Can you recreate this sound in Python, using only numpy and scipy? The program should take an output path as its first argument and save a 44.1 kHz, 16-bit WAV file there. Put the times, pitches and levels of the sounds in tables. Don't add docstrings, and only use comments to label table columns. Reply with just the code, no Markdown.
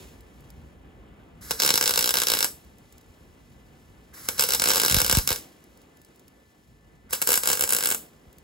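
import sys
import numpy as np
from scipy import signal
from scipy.fft import rfft, irfft, next_fast_len
from scipy.io import wavfile
from scipy.ndimage import uniform_filter1d, map_coordinates

SR = 44100
rng = np.random.default_rng(int(sys.argv[2]) if len(sys.argv) > 2 else 0)


def log_audio(samples):
    frames = np.atleast_2d(samples).T
    limited = np.clip(frames, -1, 1)
    pcm = np.round(limited * 32767).astype(np.int16)
    wavfile.write(sys.argv[1], SR, pcm)


N = 371763

# (trigger on [s], trigger off [s], low modes [dB], middle modes [dB],
# high modes [dB], gas [dB], wire-feed whirr [dB])
TACKS = [(1.407, 2.465, 3, 3, 1, -43, -53), (4.131, 5.376, 4.5, 2.5, 2.5, -44, -52.5),
         (7.093, 7.965, 1.5, -4.5, 1.5, -44, -53)]
# (first pop [s], last pop [s], count,
# first pop level [dB], last pop level [dB], arc sizzle [dB], hurry [ratio, gaps shorten above 0])
ARC_RUNS = [(1.5088, 1.5087, 1, -16, -15.5, -41, 0), (1.6003, 1.6005, 1, -15, -16, -28.5, 0),
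            (1.6201, 1.7046, 7, -15, -13.5, -33, .04), (1.7399, 1.7768, 3, -14.5, -13, -33, -.2),
            (1.811, 1.8395, 3, -14, -19, -36, .1), (1.8581, 1.9083, 4, -17.5, -15, -37.5, .15),
            (1.9382, 1.9912, 4, -18, -14, -36, .25), (2.0093, 2.1069, 7, -18.5, -16, -40, .04),
            (2.1405, 2.235, 7, -16, -17, -44, -.1), (2.2699, 2.3368, 5, -16.5, -15, -37.5, -.15),
            (2.3503, 2.4064, 4, -19.5, -17.5, -40, .15), (2.4275, 2.4445, 2, -15.5, -15.5, -41.5, 0),
            (4.2874, 4.2875, 1, -16, -16.5, -44.5, 0), (4.381, 4.381, 1, -29, -29, -42, 0),
            (4.395, 4.4379, 4, -14, -17, -29, -.05), (4.4891, 4.5482, 5, -19, -16.5, -34.5, .16),
            (4.5976, 4.687, 6, -16, -16, -35, .3), (4.6963, 4.7156, 3, -16, -17, -29, -.3),
            (4.7352, 4.7795, 5, -17, -19.5, -32, .1), (4.7989, 4.8613, 5, -16, -15.5, -32, .26),
            (4.8815, 4.9234, 4, -16.5, -15.5, -32, .35), (4.9442, 5.0164, 5, -15.5, -15, -31.5, .3),
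            (5.0462, 5.0788, 3, -17, -23, -37, .2), (5.0971, 5.1261, 3, -15, -13, -35, .15),
            (5.1501, 5.1861, 3, -16, -15, -31.5, .3), (5.2753, 5.3278, 5, -16.5, -21.5, -41, .25),
            (5.36, 5.36, 1, -29, -29, -46, 0), (7.108, 7.108, 1, -35, -35, -48, 0),
            (7.1317, 7.1319, 1, -14.5, -16, -27, 0), (7.2172, 7.224, 2, -14.5, -17, -45, 0),
            (7.2733, 7.3406, 6, -14, -12.5, -30, .3), (7.3559, 7.3756, 2, -13, -12.5, -34.5, 0),
            (7.4346, 7.474, 3, -19, -12.5, -33, .3), (7.4877, 7.5302, 4, -15.5, -16.5, -27.5, -.03),
            (7.5526, 7.5942, 3, -22, -19, -38.5, 0), (7.6093, 7.6379, 3, -15, -14, -34, -.05),
            (7.676, 7.676, 1, -23, -22.5, -39, 0), (7.6918, 7.724, 3, -17, -15, -35, -.25),
            (7.7324, 7.8076, 5, -16, -18, -38, -.2), (7.8262, 7.8574, 4, -21, -14, -38, .05),
            (7.8722, 7.9225, 5, -20, -16, -35, .4), (7.9466, 7.9467, 1, -17.5, -16.5, -46, 0)]
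# (centre [Hz], width [Hz], level [dB])
LOW_MODES = [(230.8, 67, -2), (488, 123, 6.5), (726, 230, -7.5), (937, 132, 3.5), (1167, 170, 0),
             (1563, 180, 6), (2267, 190, 1), (2957, 270, 3)]
MIDDLE_MODES = [(3230, 500, -3.5), (3780, 67, -12.5), (3896, 500, 6), (4300, 99, -1.5), (4990, 310, 7.5),
                (5636, 280, 8.5), (6060, 190, 4)]
HIGH_MODES = [(6970, 160, 0), (8020, 350, 1.5), (7890, 910, 5), (8660, 510, 8.5), (8870, 270, 2.5),
              (9630, 2700, 4), (12220, 1200, 5.5), (13200, 800, 2), (14600, 900, 3), (15600, 550, -1.5)]
# (delay [s], level [dB])
STEEL_ECHOES = [(.00018, -3.5), (.0004, -10), (.00095, -8), (.0012, -6), (.0016, -12.5), (.0019, -7.5),
                (.00245, -3.5), (.0063, -11)]
# (frequency [Hz], t60 [s])
GARAGE_DECAY = [(200, 0.28), (2000, 0.17), (10000, 0.27)]
# (frequency [Hz], relative density [dB per Hz])
GAS_COLOUR = [(150, -10), (500, 0), (1500, -3.5), (3000, -3), (5000, 3), (9000, -7), (13000, -10.5),
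              (16000, 5)]
# (frequency [Hz], relative density [dB per Hz])
NOZZLE_COLOUR = [(1500, -25), (3500, -10), (5000, -5), (8000, -2), (11500, 1), (14500, -4.5), (16000, -7)]
# (frequency [Hz], relative density [dB per Hz])
WHIRR_COLOUR = [(600, -26.5), (1100, -2.5), (1600, 0.5), (2300, -6), (3200, -29.5)]
# (time [s], level [dB])
PUFFS = [(1.779, -41.5), (4.907, -19.5), (4.925, -19), (4.943, -12.5), (4.965, -10.5), (5.021, -21.5),
         (5.128, -16), (5.17, -4), (5.306, -19.5)]
# (time [s], level [dB])
TICKS = [(0.2067, -49), (0.4065, -53), (0.503, -43.5), (2.6475, -53), (2.7841, -50.5), (2.9248, -46),
         (2.9806, -46.5), (3.012, -53), (5.64, -50), (5.7734, -49), (5.8167, -53), (5.9703, -50),
         (6.0157, -50), (6.048, -49), (6.1594, -52), (6.195, -49), (6.2805, -46.5), (8.328, -50),
         (8.3838, -45.5)]
# (time [s], rumble [dB], buffeting air [dB], fizz of cooling steel [dB])
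AIR_LEVELS = [(0, -54, -48.5, -64), (.66, -55, -48, -66.5), (.8, -54.5, -48.5, -73), (1.4, -54, -48, -71.5),
              (2.7, -57.5, -53, -65.5), (4.1, -56, -51.5, -66), (4.85, -49, -47.5, -68.5),
              (5.3, -61, -41.5, -64), (5.45, -56, -60, -64), (6.2, -58.5, -61, -66.5),
              (6.55, -60.5, -63.5, -68), (6.65, -63, -50, -68), (7.1, -58.5, -53, -73),
              (8.1, -56.5, -60, -66.5), (8.43, -59, -52.5, -66.5)]
# (frequency [Hz], relative density [dB per Hz])
RUMBLE_COLOUR = [(60, -13.5), (150, -3), (300, -3), (800, -11.5), (1800, -20.5), (3000, -22), (6000, -50)]
# (frequency [Hz], relative density [dB per Hz])
BUFFET_COLOUR = [(30, -11.5), (55, 7), (100, -4.5), (250, -12.5), (400, -56.5)]
# (frequency [Hz], relative density [dB per Hz])
FIZZ_COLOUR = [(1000, -14.5), (2500, 0), (5000, -3.5), (9000, -3.5), (13000, -6.5), (16000, -9.5)]
# (frequency [Hz], level [dB])
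WHINES = [(1760, -68.5), (2008, -75.5)]
# (frequency [Hz], left ahead of right [rad])
LEFT_LEAD = [(100, 0.5), (460, 0.03), (650, -2), (850, 2), (1150, 0.24), (1500, 0.83), (1800, -2.5),
             (2200, 1.5), (2700, 2), (4600, -0.26), (5600, 1.5), (6300, 1.47), (7000, -0.17)]
# (frequency [Hz], left minus right [dB])
BALANCE = [(300, 0), (550, -2.5), (950, 3.5), (1250, 1), (1550, -2), (2100, -1.5), (2600, 1.5), (4500, 0),
           (5900, -4), (6300, 0)]
# (frequency [Hz], likeness [ratio])
LIKENESS = [(60, 1), (300, 0.83), (1000, 0.21), (2500, 0.75), (5000, 0.84), (8500, 0.98)]

JITTER_S, SCATTER_DB = .0003, 1.1
DOUBLE_SHARE, DOUBLE_S, DOUBLE_DB = .07, .0066, -6.5
ARC_LEAD_S, ARC_T60_S, ARC_OUT_T60_S = .055, .19, .34
GAS_SWELL_DB, GAS_SWELL_S, GAS_T60_S = -5.5, .055, .1
EARLIER_OFF_S, SETTLE_T60_S = -.019, .43
RUMBLE_SETTLE_DB, FIZZ_SETTLE_DB = 4, 16.5
TOP_HZ = 16000


def amp(db):
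    return 10 ** (np.asarray(db) / 20)


def unit(x):
    return x / np.sqrt(np.mean(x ** 2) + 1e-20)


def along(points, hz):
    f, v = np.transpose(points)
    return np.interp(np.log(hz + 1), np.log(f + 1), v)


def curves(rows):
    s, *columns = np.transpose(rows)
    return [np.interp(np.arange(N) / SR, s, column) for column in columns]


def wobble(rate):
    knots = rng.standard_normal(int(N * rate / SR) + 4)
    return map_coordinates(knots, [np.arange(N) * rate / SR])


def fading(off, t60):
    return amp(-60 * np.maximum(np.arange(N) / SR - off, 0) / t60)


def filtered(x, response):
    m = next_fast_len(N + SR // 2)
    return irfft(rfft(x, m) * response(np.fft.rfftfreq(m, 1 / SR)), m)[..., :N]


def noise(colour):
    white = rng.standard_normal((2, N))
    return unit(filtered(white, lambda hz: amp(along(colour, hz))))


def bursts(times, db, snap, flash, after_db, after):
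    t = np.arange(600) / SR
    decay = amp(-60 * t / flash) + amp(after_db - 60 * t / after)
    shape = rng.standard_normal((len(times), 2, len(t))) * decay
    shape[:, :, 0] = snap
    starts = np.round(np.asarray(times) * SR).astype(int)
    at = (starts[:, None] + np.arange(len(t))).ravel()
    gain = amp(db)[:, None]
    return np.array([np.bincount(at, (gain * shape[:, row]).ravel(), N + SR)[:N] for row in range(2)])


def pops():
    s, db = [], []
    for first, last, count, first_db, last_db, _, hurry in ARC_RUNS:
        even = np.linspace(0, 1, round(count))
        chance = rng.standard_normal((len(even), 2))
        inner = even % 1 > 0
        at = first + (last - first) * (even + hurry * even * (1 - even))
        at = at + JITTER_S * chance[:, 0] * inner
        level = first_db + (last_db - first_db) * even + SCATTER_DB * chance[:, 1]
        twice = rng.random(len(even)) < DOUBLE_SHARE
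        s = np.r_[s, at, at[twice] + DOUBLE_S]
        db = np.r_[db, level, level[twice] + DOUBLE_DB]
    return bursts(s, db, snap=5.72, flash=.0015, after_db=-10.0, after=.034)


def sizzle():
    t = np.arange(N) / SR
    runs = [amp(db - 60 * np.maximum(first - t, 0) / ARC_LEAD_S) * fading(last, ARC_T60_S)
            for first, last, *_, db, _ in ARC_RUNS]
    trigger = [(t >= on) * fading(off, ARC_OUT_T60_S) for on, off, *_ in TACKS]
    arc = np.max(runs, axis=0) * np.max(trigger, axis=0)
    at = rng.uniform(0, N / SR, 700)
    level = rng.exponential(3.1, len(at))
    sputter = unit(bursts(at, level, snap=2.5, flash=.0053, after_db=-21.5, after=.012))
    flicker = amp(2.2 * wobble(60))
    return arc * (flicker * noise(GAS_COLOUR) + .38 * sputter)


def pan_answer(weights, echo, f):
    rows = zip((LOW_MODES, MIDDLE_MODES, HIGH_MODES), weights)
    power = sum(amp(2 * (db + row_db)) / (1 + (2 * (f - centre) / width) ** 2)
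                for modes, row_db in rows for centre, width, db in modes)
    power = power / (np.abs(echo[0]) ** 2 + .1527)
    cepstrum = irfft(np.log(power) / 2)
    cepstrum[1:len(f) - 1] *= 2
    cepstrum[len(f):] = 0
    return irfft(np.exp(rfft(cepstrum)) * echo)[:, :len(f)]


def pan(x):
    t, f = np.arange(N) / SR, np.fft.rfftfreq(4096, 1 / SR)
    paths = np.array([amp(db) * np.exp(-2j * np.pi * f * s) / (1 + 1j * f * s / 25)
                      for s, db in STEEL_ECHOES])
    turns = (-1) ** np.arange(len(paths))[:, None]
    echo = np.array([1 + paths.sum(0), .97 * (turns * paths).sum(0)])
    out = np.zeros_like(x)
    for on, off, *weights in TACKS:
        near_tack = (t >= on - .5) & (t < off + .5)
        answer = pan_answer(weights, echo, f)
        out += signal.oaconvolve(x * near_tack, answer, axes=1)[:, :N]
    return out


def room(x):
    hz, t, z = signal.stft(rng.standard_normal((2, SR // 2)), SR, nperseg=256)
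    decay = amp(-60 * t / along(GARAGE_DECAY, hz)[:, None])
    tail = signal.istft(z * decay, SR, nperseg=256)[1]
    tail = tail / np.linalg.norm(tail[0])
    late = np.pad(x, (200, 0))[None]
    return signal.fftconvolve(late, tail, axes=1)[:, :N]


def gas():
    t = np.arange(N) / SR
    flow = 0
    for on, off, *_, db, _ in TACKS:
        opening = np.clip((t - on) / .012, 0, 1)
        swell = amp(db + GAS_SWELL_DB * np.exp(-np.abs(t - on) / GAS_SWELL_S))
        flow = flow + opening * swell * fading(off, GAS_T60_S)
    flow = flow * amp(1.0 * wobble(50))
    direct = flow * noise(NOZZLE_COLOUR)
    return direct + amp(-9) * pan(flow * noise(GAS_COLOUR))


def feeder():
    t = np.arange(N) / SR
    held = sum(amp(tack[-1]) * ((t >= tack[0]) & (t < tack[1])) for tack in TACKS)
    level = np.abs(uniform_filter1d(held, size=900))
    return level * amp(1.1 * wobble(50)) * noise(WHIRR_COLOUR)


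def puffs():
    s, db = np.transpose(PUFFS)
    u = np.arange(SR // 20) / SR / .0023
    pulse = u ** 2 * np.exp(2 - 2 * u)
    push = np.bincount(np.round(s * SR).astype(int), amp(db), N)
    push = signal.oaconvolve(push, pulse)[:N]
    return np.array([push, .15 * push])


def ticks():
    s, db = np.transpose(TICKS)
    clicks = bursts(s, db, snap=1.1, flash=.0087, after_db=-1.0, after=.029)
    return filtered(clicks, lambda hz: (1j * hz / 4000) ** 2 / (1 + 1j * hz / 4000) ** 2)


def whines():
    t = np.arange(N) / SR
    tone = sum(amp(db + 1.8 * wobble(6)) * np.sin(2 * np.pi * hz * t + 1.4 * wobble(40))
               for hz, db in WHINES)
    return tone * np.array([[1], [.7]])


def air():
    rumble_db, buffet_db, fizz_db = curves(AIR_LEVELS)
    t = np.arange(N) / SR
    stops = [EARLIER_OFF_S] + [tack[1] for tack in TACKS]
    settle = sum((t >= off) * fading(off, SETTLE_T60_S) for off in stops)
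    rumble = amp(rumble_db + 1.1 * wobble(20)) * noise(RUMBLE_COLOUR)
    rumble = rumble * (1 + amp(RUMBLE_SETTLE_DB) * settle)
    buffet = amp(buffet_db + 2.5 * wobble(19)) * noise(BUFFET_COLOUR)
    fizz = amp(fizz_db + .62 * wobble(9.4) + 1.093 * wobble(140)) * noise(FIZZ_COLOUR)
    fizz = fizz * (1 + amp(FIZZ_SETTLE_DB) * settle)
    return rumble + buffet + fizz


def scene():
    arc = pan(pops())
    welding = arc + amp(-7) * room(arc[0]) + pan(sizzle())
    return welding + gas() + feeder() + puffs() + ticks() + whines() + air()


def record(dry):
    side = np.array([[.5], [-.5]])

    def spread(hz):
        turn = np.arccos(np.clip(along(LIKENESS, hz), -1, 1)) / 2
        return np.array([np.cos(turn), np.sin(turn)])

    def ports(hz):
        lead = along(LEFT_LEAD, hz) - 2 * np.pi * .000222 * np.maximum(hz - 7000, 0)
        bass_turn = 2 * np.pi * .73 * np.log((hz + 30) / 16000)
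        top_turn = 14 * (hz / 16000) ** 2
        late = np.exp(-1j * (bass_turn + top_turn))
        low_cut = (1j * hz / 28) ** 5 / (1 + 1j * hz / 28) ** 5
        return amp(side * along(BALANCE, hz)) * np.exp(1j * side * lead) * late * low_cut

    shared, differing = filtered(dry, spread)
    pair = filtered(np.array([shared + differing, shared - differing]), ports)
    pair = pair / (1 + np.abs(pair / .8) ** 4) ** (1 / 4)
    return filtered(pair, lambda hz: np.clip((TOP_HZ - hz) / 250, 0, 1) ** 2)


dry = scene()
out = record(dry)
log_audio(out)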